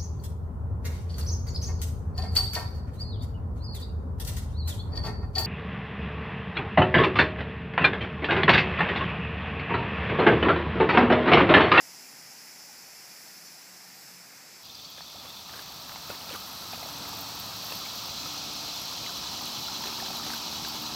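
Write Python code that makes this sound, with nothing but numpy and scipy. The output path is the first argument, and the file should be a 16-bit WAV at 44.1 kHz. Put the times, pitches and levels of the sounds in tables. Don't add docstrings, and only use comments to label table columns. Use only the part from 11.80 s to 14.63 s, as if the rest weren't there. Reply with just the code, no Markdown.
import sys
import numpy as np
from scipy import signal
from scipy.fft import rfft, irfft, dct, next_fast_len
from scipy.io import wavfile
from scipy.ndimage import uniform_filter1d

SR = 44100
rng = np.random.default_rng(int(sys.argv[2]) if len(sys.argv) > 2 else 0)


def gain_from_db(level_db):
    decades = np.asarray(level_db, float) / 20
    return 10 ** decades


def waveform_to_disk(signal):
    frames = np.transpose(np.atleast_2d(signal))
    scaled = np.clip(frames, -1, 1) * 32767
    samples = np.round(scaled).astype(np.int16)
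    wavfile.write(sys.argv[1], SR, samples)


N = 124803
FFT_SIZE = next_fast_len(N)

# pitch_hz, density_db (per Hz)
FIELD_COLOUR = [(15, -67), (25, -27), (59, -20), (167, -0.5), (222, -3), (264, -1.5), (340, -14.5),
                (440, -30), (750, -120)]
# pitch_hz, width_hz, level_db
PUMP_LINES = [(93, 8, -89.5), (138.3, 7.2, -78.5), (181.8, 11.4, -73)]
# middle_s, pitch_hz, level_db, length_s
SOIL_PLOPS = [
    (.30, 268.7, -63.5, .25),
    (.895, 856, -55.5, 0.029),
    (.90, 799, -59.5, 0.041),
    (1.52, 190, -64, 0.068),
    (1.7, 170.6, -68.5, 0.45),
    (2.14, 167.5, -66, 0.12),
    (2.35, 145.5, -69.5, 0.095),
    (2.194, 784, -62.5, .08),
    (2.798, 1022, -62, 0.062),
]
# pitch_hz, density_db (per Hz)
LEAF_COLOUR = [(190, -40.5), (330, -5.5), (566, -4), (778, 0), (1090, -4.5), (1800, -0.5), (2420, 0),
               (3300, -11), (4290, -42.5), (7260, -120)]
# pitch_hz, density_db (per Hz)
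HISS_FACING = [(3300, -18), (4100, -7), (4700, -3), (7600, -1), (8800, -11.5), (10700, -3), (12300, -7.5),
               (15330, -10)]
# pitch_hz, density_db (per Hz)
HISS_MIDWAY = [(3300, -12.5), (4100, -5.5), (4500, 0), (7600, -2.5), (8800, -10), (10700, -1.5),
               (12300, -6.5), (15330, -6)]
# pitch_hz, density_db (per Hz)
HISS_AWAY = [(3300, -10.5), (4100, -3), (4500, -3.5), (7700, -2), (9200, -11), (10700, -5.5), (12300, -7.5),
             (15330, -8.5)]
# facing_hz, midway_hz, away_hz, width_hz, level_db (re hiss)
BODY_RINGS = [(5245, 5380, 5280, 350, -7), (5850, 6000, 6100, 300, -15.5), (7200, 7200, 7600, 950, -18),
              (4920, 4950, 4750, 500, -10.5), (14000, 14000, 13300, 1200, -18)]
# time_s, level_db (of the hiss), turn (0 facing, 1 midway, 2 away)
CAMERA_PAN = [(0, -48, 0.087), (.35, -48.5, 0.46), (.7, -48.5, 0.56), (1.1, -48.5, 1.13), (1.45, -48, 1.24),
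              (1.72, -48.5, 1.05), (1.88, -49, 1.46), (2.1, -50, 1.6), (2.25, -48.5, 1.8),
              (2.5, -50.5, 1.6), (2.83, -50.5, 2.6)]
# pitch_hz, step_db (re smoothed spectrum)
CAMERA_STEPS = [(1000, -8), (3500, 0), (5300, -2), (6500, 1.5), (8700, 4.5), (11000, 3), (15000, 4.5)]
# middle_s, low_hz, high_hz, level_db (side re mid)
SIDE_SLIPS = [(.278, 9650, 11000, 4), (.278, 13800, 15200, 0), (.325, 13800, 15200, -3),
              (.58, 10430, 12400, 2), (.859, 13100, 14500, -1), (1.207, 6900, 8350, -2),
              (1.671, 5760, 7650, -3), (1.671, 11000, 12400, -3), (1.811, 12400, 13800, -1),
              (2.60, 8200, 10350, -5), (2.623, 12600, 13800, -4)]


def shape(x, gain):
    hz = np.maximum(np.fft.rfftfreq(FFT_SIZE, 1 / SR), 1)
    return irfft(rfft(x, FFT_SIZE) * gain(hz), FFT_SIZE)[:N]


def colour(table):
    hz, db = np.array(table, float).T
    return lambda f: gain_from_db(np.interp(np.log(f), np.log(hz), db)) * (f >= hz[0]) * (f < hz[-1])


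def ring(hz, width_hz):
    return lambda f: 1 / (1 + ((f - hz ** 2 / f) / width_hz) ** 2)


def unit(x):
    return x / np.sqrt(np.mean(x ** 2))


def walk(rate_hz):
    hold = int(SR / rate_hz)
    steps = np.repeat(rng.standard_normal(N // 50), hold)[:N + hold]
    return 1.05 * uniform_filter1d(uniform_filter1d(steps, hold), hold)[:N]


def falling_water():
    drops_per_s, size_spread_db, biggest_db = 6000, 3, 9
    drop_share = 0.25
    swell_db, flicker_db, drift_db = 0.15, 0.6, 0.3
    chance = rng.random((3, N))
    size_db = np.minimum(-size_spread_db * np.log(chance[2] + 1e-9), biggest_db)
    drops = (chance[0] < drops_per_s / SR) * np.sign(chance[1] - 0.5) * gain_from_db(size_db)
    jets = rng.standard_normal(N)
    spectrum = rfft(np.sqrt(drop_share) * unit(drops) + np.sqrt(1 - drop_share) * jets, FFT_SIZE)
    swell = walk(3.25)
    place = np.clip(4 * np.log2(np.fft.rfftfreq(FFT_SIZE, 1 / SR) + 1), 28, 56)
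    water = 0
    for k in range(28, 57):
        band = irfft(spectrum * np.clip(1 - abs(place - k), 0, 1), FFT_SIZE)[:N]
        water = water + band * gain_from_db(swell_db * swell + flicker_db * walk(9) + drift_db * walk(3.26))
    return water


def field_rumble(water):
    return gain_from_db(-66.5) * unit(shape(water, colour(FIELD_COLOUR)))


def far_pump():
    hum = 0
    for hz, width_hz, db in PUMP_LINES:
        line = unit(shape(rng.standard_normal(N), ring(hz, width_hz)))
        hum = hum + gain_from_db(db + 2 * walk(11)) * line
    return hum


def soil_plops(t):
    plops = 0
    for middle_s, hz, db, length_s in SOIL_PLOPS:
        since = t - middle_s
        swell = np.exp(-(2 * since / length_s) ** 2)
        plops = plops + gain_from_db(db) * swell * np.sin(2 * np.pi * hz * since * (1 + 0.3 * since))
    return plops


def leaf_patter(water):
    return gain_from_db(-55) * unit(shape(water, colour(LEAF_COLOUR)))


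def nozzle_hiss(water, t):
    pan_s, pan_db, pan_turn = np.array(CAMERA_PAN, float).T
    turn = np.clip(np.interp(t, pan_s, pan_turn), 0, 2)
    hiss = 0
    for k, table in enumerate((HISS_FACING, HISS_MIDWAY, HISS_AWAY)):
        rings = sum(gain_from_db(row[4]) * unit(shape(water, ring(row[k], row[3]))) for row in BODY_RINGS)
        view = unit(unit(shape(water, colour(table))) + rings)
        hiss = hiss + np.clip(1 - abs(turn - k), 0, 1) * view
    return gain_from_db(np.interp(t, pan_s, pan_db)) * hiss


def scene():
    t = np.arange(N) / SR
    water = falling_water()
    background = field_rumble(water) + far_pump() + soil_plops(t)
    mono = background + leaf_patter(water) + nozzle_hiss(water, t)
    return np.array([mono, mono])


def camera_grain(x):
    hop, half, top_hz = 1024, 512, 15295
    count = N // hop + 2
    window = np.sin(np.pi * (np.arange(2 * hop) + 0.5) / (2 * hop))
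    blocks = np.pad(x, (hop, count * hop - N), mode="reflect").reshape(-1, hop)
    frames = np.hstack([blocks[:-1], blocks[1:]]) * window
    a, b, c, d = np.split(frames, 4, axis=1)
    lines = dct(np.hstack([-c[:, ::-1] - d, a - b[:, ::-1]]), type=4, norm="ortho")
    smooth = uniform_filter1d(uniform_filter1d(lines ** 2, size=61, axis=1), size=5, axis=0)
    hz, db = np.array(CAMERA_STEPS, float).T
    f = (np.arange(hop) + 0.5) * SR / 2 / hop
    scatter_db = 1.2 * np.repeat(rng.standard_normal((len(lines), hop // 32)), 32, axis=1)
    step = np.sqrt(np.abs(smooth)) * gain_from_db(np.interp(f, hz, db) + scatter_db) + 1e-12
    lines = np.sign(lines) * np.floor(abs(lines) / step + 0.4) * step * (f < top_hz)
    u, v = np.split(dct(lines, type=4, norm="ortho"), [half], axis=1)
    frames = np.hstack([v, -v[:, ::-1], -u[:, ::-1], -u]) * window
    return (frames[1:, :hop] + frames[:-1, hop:]).ravel()[:N]


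def side_slips(x):
    t, other, side = np.arange(N) / SR, x[::-1], 0
    for middle_s, low_hz, high_hz, db in SIDE_SLIPS:
        fade = np.cos(np.pi * np.clip((t - middle_s) / 0.04, -0.5, 0.5))
        side = side + gain_from_db(db) * fade * shape(other, lambda f: (f > low_hz) * (f < high_hz))
    return side


def top_cut(x):
    return signal.sosfilt(signal.butter(12, 16170, fs=SR, output="sos"), x)


def record(dry):
    mix = camera_grain(dry[0]) + side_slips(dry[0]) * np.array([[1], [-1]])
    return top_cut(mix)


dry = scene()
out = record(dry)
waveform_to_disk(out)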